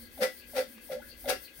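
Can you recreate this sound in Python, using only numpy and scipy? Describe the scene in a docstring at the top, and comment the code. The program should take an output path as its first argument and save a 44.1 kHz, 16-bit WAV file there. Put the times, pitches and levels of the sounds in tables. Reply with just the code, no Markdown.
"""Pumping up a lantern

A small hand pump on a lantern's metal tank is worked in a workshop, almost three strokes a second.
The rod swishes in and out. On each push the trapped air hoots down in pitch, then spits through
the valve and rings the metal. On each pull the seal scrapes faintly.
The flame's steady hiss and the room's low rumble lie under it all."""
import sys
import numpy as np
from scipy import signal
from scipy.fft import rfft, irfft, next_fast_len
from scipy.io import wavfile
from scipy.ndimage import uniform_filter1d, map_coordinates

SR = 44100
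rng = np.random.default_rng(int(sys.argv[2]) if len(sys.argv) > 2 else 0)


def transcribe(signal):
    """Save signal, clipped to [-1, 1], as a 16-bit WAV file at the path in sys.argv[1]."""
    frames = np.atleast_2d(signal).T
    limited = np.clip(frames, -1, 1)
    pcm = np.round(limited * 32767).astype(np.int16)
    wavfile.write(sys.argv[1], SR, pcm)


N = 70560

# Pushes: (start [s], time to full pressure [s], hold [s], hoot level [dB], hoot swell [dB],
# valve delay [s], spit level [dB], spit brightness [dB per octave], first pitch drop time [s])
PUMP_PUSHES = [(0.173, 0.051, 0.002, -23.5, 23, 0.008, -29.5, -1.5, .025),
               (0.526, 0.046, 0.015, -27, 19, 0.002, -34, -1.74, .02),
               (0.889, 0.03, 0.012, -32.5, 5, 0.003, -47, -1.5, .014),
               (1.239, 0.055, 0.0017, -25.5, 17, 0.007, -29.5, -1.2, .022),
               (1.591, 0.044, .004, -23.5, 22, .004, -71.5, 0, .024)]
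# Notes of the air chamber: (pitch [Hz], width [Hz], level [dB])
CHAMBER_NOTES = [(517, 21, -6), (568, 24, -6), (756, 21, -8)]
# Tone colour of spits, slips and ticks: (frequency [Hz], level [dB])
SPIT_COLOUR = [(150, -17), (400, 4), (750, 9), (1000, -2), (1400, 6), (2200, 6), (2900, 0.5), (4800, 5.5),
               (7000, -4.5), (10000, -0.5), (15500, -3.5)]


def hoots():
    """Trapped air sings lower and louder as the pressure builds, fluttering and ringing the chamber."""
    # Echoes off near walls: (delay [s], level [dB], lean to the left [dB])
    walls = [(.0195, -8, -8), (.0335, -14, 9)]
    start_hz, bend_hz, low_hz, end_hz = 775.5, 581.5, 500, 532
    flutter_hz, flutter_depth = 63.5, 0.64
    attack_s, fall_db_per_s = 0.0053, 400
    hoot = np.zeros(N)
    for start, rise, hold, db, swell_db, *_, glide in PUMP_PUSHES:
        t = np.maximum(clock() - start, 0)
        lowest_at = rise + hold / 2
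        hz = np.interp(t, [0, glide, lowest_at, lowest_at + 0.03], [start_hz, bend_hz, low_hz, end_hz])
        rise_left = np.maximum(1 - t / rise, 0)
        level_db = db - swell_db * rise_left ** .8 - fall_db_per_s * np.maximum(t - rise - hold, 0)
        fade_in = np.minimum(t / attack_s, 1)
        flutter = 1 + flutter_depth * np.cos(2 * np.pi * flutter_hz * (t - rise))
        jitter = 0.02574 + .12 * np.exp(-t / .02)  # the pitch is shakiest at first
        note = tone(hz * (1 + jitter * wobble(500)))
        roughness = 1 + 0.24 * wobble(200)
        hoot += amp(level_db) * fade_in * flutter * note * roughness
    muffled = filtered(hoot, lambda f: 1 / (1 + 1j * f / 800))
    voice = amp(-5.5) * muffled + filtered(hoot, body(CHAMBER_NOTES))
    echoes = sum(amp(db) * pan(np.interp(clock() - delay, clock(), voice), lean)
                 for delay, db, lean in walls)
    return room(pan(voice, left_db=1.5) + echoes, wet_db=-13)


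def valve():
    """At full pressure air spits through the valve, ringing the metal, the chamber and the tank."""
    # Notes of the hollow tank: (pitch [Hz], width [Hz], level [dB])
    tank_notes = [(166, 20, -4), (223, 14, -13), (256, 18, 19), (352, 14, -2)]
    # Notes of the metal: (pitch [Hz], time to fade 60 dB [s], level [dB])
    metal_notes = [(1355, .17, -6), (1414, .13, -11), (1645, .18, -5), (1981, .18, -9), (2060, .12, -10),
                   (2579, .18, -8), (2815, .2, -6), (3192, .15, -11), (3394, .13, -7), (3620, .14, -6),
                   (5250, .12, -7)]
    spit, thump = np.zeros((2, N)), np.zeros((2, N))
    for start, rise, hold, _, _, delay, db, bright_db, _ in PUMP_PUSHES:
        full_at = start + rise
        air = noise(lambda f: amp(along(SPIT_COLOUR, f) + bright_db * np.log2((f + 100) / 3000)),
                    alike=0.071)
        sputter = amp(1.8 * wobble(500))
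        spit += amp(db) * air * sputter * burst(full_at + delay, hold, rise=0.018, fall_db_per_s=403)
        boom = noise(body(tank_notes), alike=.9)
        thump += amp(db - 13.5) * boom * burst(full_at, hold, rise=0.034, fall_db_per_s=354)
    # A note that rings longer makes a narrower peak.
    metal_peaks = [(hz, np.log(1000) / np.pi / fade, db) for hz, fade, db in metal_notes]
    ring = filtered(spit, body(metal_peaks))
    bright = pan(spit, left_db=5.5) + amp(11.5) * pan(ring, left_db=6)
    hollow = amp(17.5) * filtered(spit.mean(0), body(CHAMBER_NOTES)) + thump
    return room(bright, wet_db=-3.5) + room(hollow, wet_db=-8.5)


def thumps():
    """Full pressure can leave one or two hollow notes ringing in the tank and the chamber."""
    # Hollow notes: (time [s], pitch [Hz], time to fade 60 dB [s], level [dB])
    notes = [(.222, 218, .07, -36), (.585, 264, .27, -45), (.92, 160, .2, -56), (1.305, 266, .19, -45.5),
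             (1.296, 741, .13, -35.5)]
    return room(ringing(notes, rise=0.0085, waver=0.0166), wet_db=-15.5)


def seal_slips():
    """The seal catches and slips on some pushes, ringing the pump barrel."""
    # Slips: (time [s], level [dB])
    slips = [(.179, -47), (0.917, -48.5), (0.921, -40), (0.931, -46), (0.944, -57), (1.242, -54),
             (1.257, -44)]
    # Notes of the barrel: (pitch [Hz], width [Hz], level [dB])
    barrel_notes = [(1397, 41, -1.5), (2046, 57, -2.5), (3405, 23, -0.5), (3660, 24, 2.5), (4880, 33, -18)]
    jerks = sum(amp(db) * burst(at, 0, rise=0.0016, fall_db_per_s=2198) for at, db in slips)
    rasp = jerks * noise(lambda f: amp(along(SPIT_COLOUR, f)), alike=0.21)
    ring = filtered(rasp, body(barrel_notes))
    return room(pan(amp(-4.5) * rasp + amp(15) * ring, left_db=7), wet_db=-4.5)


def piston_cracks():
    """On the hardest pushes the piston hits its stop with a short, bright crack."""
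    # Hits: (time [s], level [dB])
    hits = [(0.2335, -38.5), (1.2955, -28.5), (1.302, -44.5)]
    # Tone colour of the crack: (frequency [Hz], level [dB])
    colour = [(1000, -54), (4000, 3), (7000, -4.5), (10500, 0.5), (15500, -5)]
    blows = sum(amp(db) * burst(at, 0, rise=0.0024, fall_db_per_s=1107) for at, db in hits)
    crack = blows * noise(lambda f: amp(along(colour, f)), alike=0.15)
    return room(pan(crack, left_db=12), wet_db=-10.5)


def pings():
    """A hard push leaves a metal note or two ringing."""
    # Lingering notes: (time [s], pitch [Hz], time to fade 60 dB [s], level [dB])
    notes = [(0.237, 1978, 0.28, -35), (1.306, 1664, 0.24, -38), (1.308, 2790, .2, -43)]
    return room(pan(ringing(notes, rise=0.003, waver=0.004), left_db=4.0), wet_db=-10.5)


def rod():
    """The rod swishes louder the faster it slides, falls silent at each turn, and ticks once."""
    # Slides inward: (start [s], length [s], level [dB])
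    slides_in = [(-.09, 0.17, -48.5), (0.109, 0.16, -47.5), (0.46, 0.19, -46.5), (0.806, 0.16, -48.5),
                 (1.164, 0.18, -46), (1.53, 0.18, -48)]
    # Slides outward: (start [s], length [s], level [dB])
    slides_out = [(.3, 0.13, -48), (0.654, 0.13, -50), (1.005, 0.13, -48.5), (1.37, 0.12, -47)]
    # Tone colour of the swish: (frequency [Hz], level [dB])
    colour = [(1000, -68), (3000, -23), (5000, -1.5), (7200, -7), (8800, 3), (12000, 3.5), (15500, 7.5)]
    # Light tick: (time [s], level [dB])
    ticks = [(0.781, -51)]
    # The square root makes a push start and stop more sharply than a pull.
    pushes = sum(amp(db) * arch(start, length) ** .5 for start, length, db in slides_in)
    pulls = sum(amp(db) * arch(start, length) for start, length, db in slides_out)
    flicker = amp(1.2 * wobble(40))
    swish = flicker * patchy(noise(lambda f: amp(along(colour, f)), alike=.2), depth_db=2)
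    knock = sum(amp(db) * burst(at, 0.00062, rise=0.0003, fall_db_per_s=1501) for at, db in ticks)
    tick = knock * noise(lambda f: amp(along(SPIT_COLOUR, f)) / (1 + (f / 4000) ** 2), alike=0.63)
    return room(pan((pushes + pulls) * swish + tick, left_db=7.0), wet_db=-18)


def seal_rubbing():
    """The seal scrapes on each pull, first high, then lower, and squeaks as one soft stroke lets go."""
    # Scrapes: (start [s], length [s], pitch [Hz], level [dB])
    scrapes = [(-0.007, 0.07, 4310, -63.5), (0.361, 0.051, 4460, -62.5), (0.397, .06, 2590, -61),
               (0.748, 0.071, 2580, -64), (1.084, 0.037, 4420, -57.5), (1.115, 0.033, 2680, -65),
               (1.436, 0.03, 4320, -58), (1.475, 0.014, 2640, -57.5)]
    # Squeaks: (start [s], length [s], first pitch [Hz], last pitch [Hz], level [dB])
    squeaks = [(.958, 0.034, 610, 550, -42), (0.987, 0.0294, 680, 930, -55),
               (1.016, 0.0183, 1450, 1620, -50), (1.028, 0.045, 1630, 1690, -57.5)]
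    scrape, squeak = np.zeros((2, N)), np.zeros(N)
    for start, length, hz, db in scrapes:
        band = body([(hz, 0.15 * hz, 0)])
        scrape += amp(db) * arch(start, length) ** 0.14 * noise(lambda f: band(f) ** 2, alike=0.43)
    for start, length, from_hz, to_hz, db in squeaks:
        hz = np.interp(clock(), [start, start + length], [from_hz, to_hz])
        squeak += amp(db) * arch(start, length) * tone(hz * (1 + .035 * wobble(400)))
    return room(pan(scrape, left_db=10.0), wet_db=2.5) + room(pan(squeak, left_db=7.0), wet_db=-1)


def flame():
    """The burning lantern hisses steadily, with a few faint notes in the hiss."""
    # Tone colour of the hiss: (frequency [Hz], level [dB])
    colour = [(1000, -46), (1400, -35), (2300, -21), (3200, 6.5), (5000, -9), (6200, -5.5), (7200, -10.5),
              (8800, -9), (12000, -3.5), (15500, -3)]
    # Notes in the hiss: (pitch [Hz], width [Hz], level [dB])
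    notes = [(1657, 49, 11.5), (2020, 138, 6.5), (2576, 7.7, 10), (4420, 89, 3)]
    hiss = amp(-60) * noise(lambda f: amp(along(colour, f)) * f ** 2 / (f ** 2 + 600 ** 2), alike=0.043)
    singing = amp(-59.5 + 0.24 * wobble(15.6)) * noise(body(notes), alike=0.18)
    return pan(hiss + singing, left_db=8.0)


def tank_drone():
    """The hollow tank hums one wavering note as it is handled."""
    # Loudness of the hum: (time [s], level [dB])
    levels = [(0, -52), (.06, -56), (.13, -68), (.36, -67), (.56, -64), (.69, -57), (.77, -58), (.83, -66),
              (.98, -56), (1.12, -62), (1.21, -70), (1.6, -72)]
    pitch_hz, waver_hz = 241, 14
    level_db = np.interp(clock(), *np.transpose(levels)) + 1.5 * wobble(14.0)
    return room(amp(level_db) * tone(pitch_hz + waver_hz * wobble(60.0)), wet_db=-6.5)


def room_rumble():
    """A low rumble swells and sinks under the soft, steady rush of the room's air."""
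    # Loudness of the rumble: (time [s], level [dB])
    levels = [(0, -54), (.12, -60), (.25, -61.5), (.33, -70), (.5, -58), (.58, -57.5), (.72, -67),
              (.9, -62.5), (1.12, -58.5), (1.38, -55), (1.52, -73), (1.6, -51)]
    # Tone colour of the rumble: (frequency [Hz], level [dB])
    rumble_colour = [(20, -3), (35, 3), (50, 12.5), (72, 12), (95, 0.5), (140, -2), (300, -47)]
    # Tone colour of the air: (frequency [Hz], level [dB])
    air_colour = [(60, -66), (130, -14.5), (330, 0.5), (420, -8.5), (520, 1), (650, -14.5), (2000, -24.5)]
    swell = amp(np.interp(clock(), *np.transpose(levels)))
    rumble = swell * noise(lambda f: amp(along(rumble_colour, f)), alike=0.81)
    air = amp(-59.5) * noise(lambda f: amp(along(air_colour, f)), alike=0.72)
    return rumble + air


def room(x, wet_db):
    """Add the workshop's short, blurred echo at a level of wet_db."""
    # Length of the echo: (frequency [Hz], time to fade 60 dB [s])
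    fade_times = [(150, 0.53), (600, 0.086), (2000, 0.21), (6000, 0.22), (15000, 0.21)]
    hz, t, bands = signal.stft(rng.standard_normal((2, SR // 2)), SR, nperseg=256)
    fade = amp(-60 * t / along(fade_times, hz)[:, None])
    tail = signal.istft(bands * fade, SR, nperseg=256)[1]
    tail = np.pad(tail / np.linalg.norm(tail[0]), ((0, 0), (200, 0)))  # arrives 200 samples late
    return x + amp(wet_db) * signal.fftconvolve(np.atleast_2d(x), tail, axes=1)[:, :N]


def amp(db):
    """Turn decibels into a multiplier."""
    return 10 ** (np.asarray(db) / 20)


def unit(x):
    """Scale to an average power of 1."""
    return x / np.sqrt(np.mean(x ** 2) + 1e-20)


def clock():
    """The time of every sample, in seconds."""
    return np.arange(N) / SR


def along(points, hz):
    """Read between (frequency, value) points, with octaves evenly spaced."""
    f, values = np.transpose(points)
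    return np.interp(np.log(hz + 1), np.log(f + 1), values)


def wobble(rate):
    """A smooth curve through `rate` random values a second."""
    return map_coordinates(rng.standard_normal(int(N * rate / SR) + 4), [clock() * rate])


def filtered(x, response):
    """Multiply each frequency f in x by response(f)."""
    size = next_fast_len(N + SR // 2)
    return irfft(rfft(x, size) * response(np.fft.rfftfreq(size, 1 / SR)), size)[..., :N]


def body(peaks):
    """The response of an object that rings at (pitch [Hz], width [Hz], level [dB]) peaks."""
    return lambda f: sum(amp(db) * 1j * f * width / (hz * hz - f * f + 1j * f * width)
                         for hz, width, db in peaks)


def noise(response, alike):
    """Filtered stereo noise; alike=1 makes left and right the same, 0 unrelated."""
    middle, side = filtered(rng.standard_normal((2, N)), response)
    angle = np.arccos(np.clip(alike, -1, 1)) / 2
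    middle, side = np.cos(angle) * middle, np.sin(angle) * side
    return unit(np.array([middle + side, middle - side]))


def patchy(x, depth_db):
    """Make a sound louder and softer in random patches of time and pitch."""
    bands = signal.stft(x, nperseg=512)[2]
    patches = uniform_filter1d(rng.standard_normal(bands.shape[1:]), size=5, axis=0)
    patches = uniform_filter1d(patches, size=8, axis=1)
    return unit(signal.istft(bands * amp(depth_db * unit(patches)), nperseg=512)[1][:, :N])


def pan(x, left_db):
    """Lean a sound to the left."""
    return x * amp(np.array([[left_db], [-left_db]]) / 2)


def arch(start, length):
    """One smooth swell and fade."""
    return np.abs(np.sin(np.pi * np.clip((clock() - start) / length, 0, 1)))


def tone(hz):
    """A pure tone that follows a moving pitch."""
    return np.sqrt(2) * np.sin(2 * np.pi * np.cumsum(hz) / SR)


def burst(peak, hold, rise, fall_db_per_s):
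    """A quick swell, a hold and a steady fade; times are in seconds."""
    t = clock() - peak
    return np.exp(-(np.minimum(t, 0) / rise) ** 2) * amp(-fall_db_per_s * np.maximum(t - hold, 0))


def ringing(notes, rise, waver):
    """Notes that swell and die away, each wavering by a share of its pitch."""
    return sum(amp(db) * burst(at, 0, rise, 60 / fade) * tone(hz * (1 + waver * wobble(150)))
               for at, hz, fade, db in notes)


def scene():
    """The pump, the lantern and the room together."""
    pushes = hoots() + valve() + thumps() + seal_slips() + piston_cracks() + pings()
    return pushes + rod() + seal_rubbing() + flame() + room_rumble() + tank_drone()


def record(dry):
    """The microphone has a narrow dip in the treble, and the very highest sounds are cut off."""
    # Treble dip: (frequency [Hz], level [dB])
    dip = [(6000, -1.5), (6600, -1), (7150, -5), (7800, -2.5), (8500, -1)]
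    top_hz = 15900
    return filtered(dry, lambda hz: amp(along(dip, hz)) * (hz < top_hz))


dry = scene()
out = record(dry)
transcribe(out)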